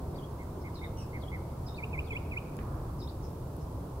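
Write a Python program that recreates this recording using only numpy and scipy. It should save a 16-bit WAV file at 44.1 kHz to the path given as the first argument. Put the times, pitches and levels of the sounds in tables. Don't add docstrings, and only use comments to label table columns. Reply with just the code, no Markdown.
import sys
import numpy as np
from scipy import signal
from scipy.fft import rfft, irfft
from scipy.io import wavfile
from scipy.ndimage import uniform_filter1d

SR = 44100
rng = np.random.default_rng(int(sys.argv[2]) if len(sys.argv) > 2 else 0)


def bounce(signal):
    frames = np.transpose(np.atleast_2d(signal))
    limited = np.clip(frames, -1, 1)
    pcm = np.round(limited * 32767).astype(np.int16)
    wavfile.write(sys.argv[1], SR, pcm)


N = 176400

# start_s, pitch_hz, level_db
BURR_NOTES = [(.130, 2300, -63), (.385, 2220, -53), (.638, 2280, -47.8), (.812, 2250, -44.5),
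              (1.128, 2260, -44.3), (1.314, 2240, -42.3)]
BURR_S, BURR_RATE_HZ, BURR_ENDS_DB, BURR_THROB = .058, 102, -12, .65
BURR_ARCH, BURR_SAG, BURR_FALL = .08, .11, .26
# start_s, length_s, level_db
VEE_CALLS = [(1.774, .077, -41.5), (1.926, .079, -37), (2.100, .080, -36.2), (2.311, .079, -37.6)]
# length_share, pitch_hz, level_db
VEE_CONTOUR = [(0, 2780, -17), (.17, 2420, -3), (.35, 2190, -4), (.46, 2070, -15), (.55, 1950, -30),
               (.67, 2170, -4), (.81, 2390, 2.5), (.92, 2770, -1.5), (1, 3150, -13)]
VEE_HARMONICS = [0, -36, -34]
# start_s, length_s, level_db
CHIRRUP_CALLS = [(.140, 0.12, -58.5), (1.190, .110, -59), (2.033, .118, -59.5)]
# length_share, pitch_hz, level_db
CHIRRUP_CONTOUR = [(0, 3200, -15), (.09, 4100, -11), (.21, 4850, -7), (.35, 3500, -3), (.46, 3220, 0),
                   (.57, 2980, -20), (.76, 3030, -6), (.89, 3420, -1), (1, 2980, -12)]
# start_s, length_s, lower_db, upper_db
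CHEEP_CALLS = [(.734, .066, -59.5, -69), (1.657, .058, -62, -60), (2.987, .057, -61.5, -57.5)]
# length_share, pitch_hz, level_db
CHEEP_LOWER_CONTOUR = [(0, 5300, -18), (.24, 4950, -3), (.36, 4050, -1), (.5, 3800, 0), (.82, 3680, 1),
                       (1, 3650, -5)]
CHEEP_UPPER_CONTOUR = [(0, 5300, -8), (.18, 5280, 1), (.35, 4950, -5), (.65, 5280, -5), (1, 5330, -7)]
# start_s, length_s, top_hz, level_db
CHEEP_FLICKS = [(.831, .022, 3750, -57.5), (1.741, .034, 4850, -59.5), (3.074, .025, 4900, -57)]
# start_s, length_s, level_db
CHIP_CALLS = [(.966, .066, -60)]
# length_share, pitch_hz, level_db
CHIP_CONTOUR = [(0, 3120, -2), (.1, 2920, 0), (.22, 2620, -5), (.36, 3020, 1), (.55, 2600, -1),
                (.7, 2980, -1), (1, 2520, -3)]
CHIP_HARMONICS = [-4, 0, -7.5]
# start_s, length_s, pitch_hz, level_db
FAR_PEEPS = [(.595, .04, 5200, -74), (3.215, .055, 5450, -68.5), (3.595, .04, 5500, -73)]
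FLUTTER_DB = 4.5
GROUND_DELAY_S, GROUND_DB, TAIL_DULL_HZ = .0024, -11, 3760

# start_s, centre_hz, width_octaves, rise_s, decay_s, level_db, left_right_db
CLOSE_TICKS = [(.433, 7500, .3, .0004, .001, -53, 0), (.851, 9000, .25, .0004, .001, -52, 0),
               (2.109, 7500, .3, .0004, .001, -51, -2), (2.497, 6000, .6, .0004, .001, -57, 0),
               (2.5675, 9000, .9, .0006, .001, -40.5, 1.5), (2.588, 1900, .6, .002, .0028, -38.3, -5),
               (2.594, 1700, .5, .006, .035, -55, -4), (3.566, 10000, .4, .0004, .0012, -48, 0)]
# frequency_hz, relative_db
RUMBLE_SPECTRUM = [(10, -24), (25, -10.5), (45, -3), (62, -1.5), (79, 2.5), (98, -3.5), (120, -1.5),
                   (155, -4.5), (200, -12), (350, -12), (560, -17.5), (780, -21), (990, -19.5),
                   (1400, -31.5), (1750, -40.5), (2600, -49), (6000, -89)]
RUMBLE_DB, SWELL_DB, PATCH_DB = -38, .3, .9
# time_s, gain_db
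RUMBLE_DRIFT = [(0, -0.5), (.7, -0.1), (2, 0), (4, -0.25)]
# frequency_hz, coherence
RUMBLE_COHERENCE = [(100, 1), (160, .996), (270, .95), (450, .79), (740, .58), (1220, .4), (2000, -.1),
                    (3300, 0)]
# frequency_hz, left_right_db
RUMBLE_BALANCE = [(130, 0), (350, -.7), (700, -1.8), (1400, -2.7), (3000, -.5)]
# time_s, gain_db
EDGE_RIDE = [(0, 0), (2.45, 0.5), (2.62, 6), (2.95, 0), (3.3, -1), (4, -.5)]
EDGE_HZ, EDGE_OCTAVES = 1450, .4
# frequency_hz, relative_db
HISS_SPECTRUM = [(500, -13), (2500, 2.5), (4800, 4), (6500, 1.5), (9000, 3), (15500, 2.95)]
HISS_DB, CUTOFF_HZ = -61, 15800


def lead_bird():
    burrs, t = np.zeros(N), np.arange(0, BURR_S, 1 / SR)
    u, stroke = t / BURR_S, (BURR_RATE_HZ * t) % 1
    arch = np.sin(np.pi * u)
    bend = 1 + BURR_ARCH * (arch - 1) - BURR_SAG * u ** 2 + BURR_FALL * np.sqrt(u) * (.5 - stroke)
    throb = 1 - BURR_THROB * np.cos(np.pi * stroke) ** 2
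    for start, hz, db in BURR_NOTES:
        pitch = uniform_filter1d(hz * bend, size=60, mode="nearest")
        envelope = amp(db + BURR_ENDS_DB * (1 - arch)) * throb
        add(burrs, start, whistle(pitch, envelope, jitter=.012))
    vees = calls(VEE_CALLS, VEE_CONTOUR, VEE_HARMONICS, jitter=.0057, flutter_db=2)
    return (meadow(burrs, left_lead_s=-.000168, pan_db=-2.6, scatter_db=-16, tail_db=-14)
            + meadow(vees, left_lead_s=-.000168, pan_db=-2, scatter_db=-17, tail_db=-15.3))


def chirrups():
    voice = calls(CHIRRUP_CALLS, CHIRRUP_CONTOUR, jitter=.02)
    return meadow(voice, left_lead_s=.000073, pan_db=9, scatter_db=-5, tail_db=-10)


def cheeps(rasp=.025, flick_from_hz=3620, flick_fade_db=-2):
    lower = [(start, length, db) for start, length, db, _ in CHEEP_CALLS]
    upper = [(start, length, db) for start, length, _, db in CHEEP_CALLS]
    voice = calls(lower, CHEEP_LOWER_CONTOUR, jitter=rasp)
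    voice += calls(upper, CHEEP_UPPER_CONTOUR, jitter=rasp)
    for start, length, top_hz, db in CHEEP_FLICKS:
        u = np.linspace(0, 1, int(length * SR))
        pitch = flick_from_hz + (top_hz - flick_from_hz) * np.sin(np.pi * u / 2) ** 2
        envelope = amp(db + flick_fade_db * u)
        add(voice, start, whistle(pitch, envelope, jitter=rasp, flutter_db=FLUTTER_DB))
    return meadow(voice, left_lead_s=-.000064, pan_db=1, scatter_db=1, tail_db=-9.5)


def chip():
    voice = calls(CHIP_CALLS, CHIP_CONTOUR, CHIP_HARMONICS, jitter=.035)
    return meadow(voice, left_lead_s=.000082, pan_db=-1, scatter_db=1, tail_db=-6)


def peeps(fall_share=.1):
    voice = np.zeros(N)
    for start, length, hz, db in FAR_PEEPS:
        u = np.linspace(-1, 1, int(length * SR))
        add(voice, start, whistle(hz * (1 - fall_share * u / 2), amp(db) * (1 - u ** 2), jitter=.07))
    return meadow(voice, left_lead_s=.000082, pan_db=-1, scatter_db=6, tail_db=1)


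def calls(rows, contour, harmonics_db=(0,), *, jitter, flutter_db=FLUTTER_DB):
    out = np.zeros(N)
    share, hz, db = np.transpose(contour)
    for start, length, level_db in rows:
        u = np.linspace(0, 1, int(length * SR))
        pitch = uniform_filter1d(np.interp(u, share, hz), size=180, mode="nearest")
        envelope = amp(level_db + np.interp(u, share, db))
        add(out, start, whistle(pitch, envelope, harmonics_db, jitter=jitter, flutter_db=flutter_db))
    return out


def whistle(hz, envelope, harmonics_db=(0,), *, jitter, flutter_db=0):
    pitch = hz * (1 + jitter * smooth_noise(len(hz), size=60))
    phase = 2 * np.pi * np.cumsum(pitch) / SR
    tone = sum(amp(db) * np.sin(k * phase) for k, db in enumerate(harmonics_db, 1))
    flutter = unit(amp(flutter_db * smooth_noise(len(hz), size=160)))
    return np.sqrt(2) * tone * envelope * flutter * signal.windows.tukey(len(hz), .1)


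def meadow(voice, left_lead_s, pan_db, scatter_db, tail_db):
    hz = np.fft.rfftfreq(N, 1 / SR)
    mic_delays = np.exp(1j * np.pi * hz * left_lead_s * np.array([[1], [-1]]))
    ground = 1 + amp(GROUND_DB) * np.exp(-2j * np.pi * hz * GROUND_DELAY_S)
    direct = irfft(rfft(voice) * mic_delays * ground, N)
    dulled = irfft(rfft(voice) / np.sqrt(1 + (hz / TAIL_DULL_HZ) ** 4), N)
    scatter = amp(scatter_db) * echoes(voice, t60_s=.19, rise_s=.0026)
    tail = amp(tail_db) * echoes(dulled, t60_s=.92, rise_s=.021)
    return direct * pan(pan_db) + (scatter + tail) * pan(pan_db / 2)


def echoes(voice, t60_s, rise_s):
    t = np.arange(SR) / SR
    taps = rng.standard_normal((2, SR)) * (rng.random((2, SR)) < .1)
    taps *= (1 - np.exp(-t / rise_s)) * np.exp(-np.log(1000) * t / t60_s)
    taps /= np.linalg.norm(taps, axis=1, keepdims=True)
    return signal.fftconvolve(voice[None], taps, axes=1)[:, :N]


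def ticks():
    out = np.zeros((2, N))
    t, hz = np.arange(2048) / SR, np.fft.rfftfreq(2048, 1 / SR)
    for start, centre_hz, octaves, rise, decay, db, pan_db in CLOSE_TICKS:
        burst = unit(irfft(rfft(rng.standard_normal((2, len(t)))) * bell(hz, centre_hz, octaves)))
        envelope = np.minimum(t / rise, 1) * np.exp(-t / decay)
        add(out, start, burst * envelope * amp(db) * pan(pan_db))
    return out


def rumble():
    frames, hz = N // 1024 + 5, np.fft.rfftfreq(4096, 1 / SR)
    a, b, c, d, patches = rng.standard_normal((5, frames, len(hz)))
    left, unrelated = a + 1j * b, c + 1j * d
    coherence = np.clip(curve(RUMBLE_COHERENCE, hz), -1, 1)
    spectra = np.array([left, coherence * left + np.sqrt(1 - coherence ** 2) * unrelated])
    patches = unit(uniform_filter1d(uniform_filter1d(patches, size=5, axis=0), size=24, axis=1))
    swells = smooth_noise(frames, size=12)[:, None]
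    spectra *= amp(curve(RUMBLE_SPECTRUM, hz) + PATCH_DB * patches + SWELL_DB * swells)
    edge_db = np.interp(np.linspace(0, N / SR, frames), *np.transpose(EDGE_RIDE))
    spectra *= amp(edge_db[:, None] * bell(hz, EDGE_HZ, EDGE_OCTAVES))
    spectra *= pan(curve(RUMBLE_BALANCE, hz))
    bed = signal.istft(spectra.transpose(0, 2, 1), nperseg=4096, noverlap=3072)[1][:, :N]
    drift_db = np.interp(np.arange(N) / SR, *np.transpose(RUMBLE_DRIFT))
    return unit(bed) * amp(RUMBLE_DB + drift_db)


def hiss():
    colour = amp(curve(HISS_SPECTRUM, np.fft.rfftfreq(N, 1 / SR)))
    return amp(HISS_DB) * unit(irfft(rfft(rng.standard_normal((2, N))) * colour, N))


def amp(db):
    return 10 ** (np.asarray(db) / 20)


def unit(x):
    return x / np.sqrt(np.mean(x ** 2) + 1e-20)


def curve(points, hz):
    f, value = np.transpose(points)
    return np.interp(np.log(hz + 1), np.log(f + 1), value)


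def bell(hz, centre_hz, octaves):
    return np.exp(-.5 * (np.log2((hz + 1) / centre_hz) / octaves) ** 2)


def add(mix, start_s, sound):
    part = mix[..., max(round(start_s * SR), 0):][..., :sound.shape[-1]]
    part += sound[..., :part.shape[-1]]


def pan(db):
    return amp(np.array([[db], [-db]]) / 2)


def smooth_noise(count, size):
    return unit(uniform_filter1d(uniform_filter1d(rng.standard_normal(count), size), size))


def scene():
    return lead_bird() + chirrups() + cheeps() + chip() + peeps() + ticks() + rumble() + hiss()


def record(dry):
    lowpass = signal.firwin(801, CUTOFF_HZ, window=("kaiser", 9), fs=SR)
    return signal.oaconvolve(dry, lowpass[None], "same")


dry = scene()
out = record(dry)
bounce(out)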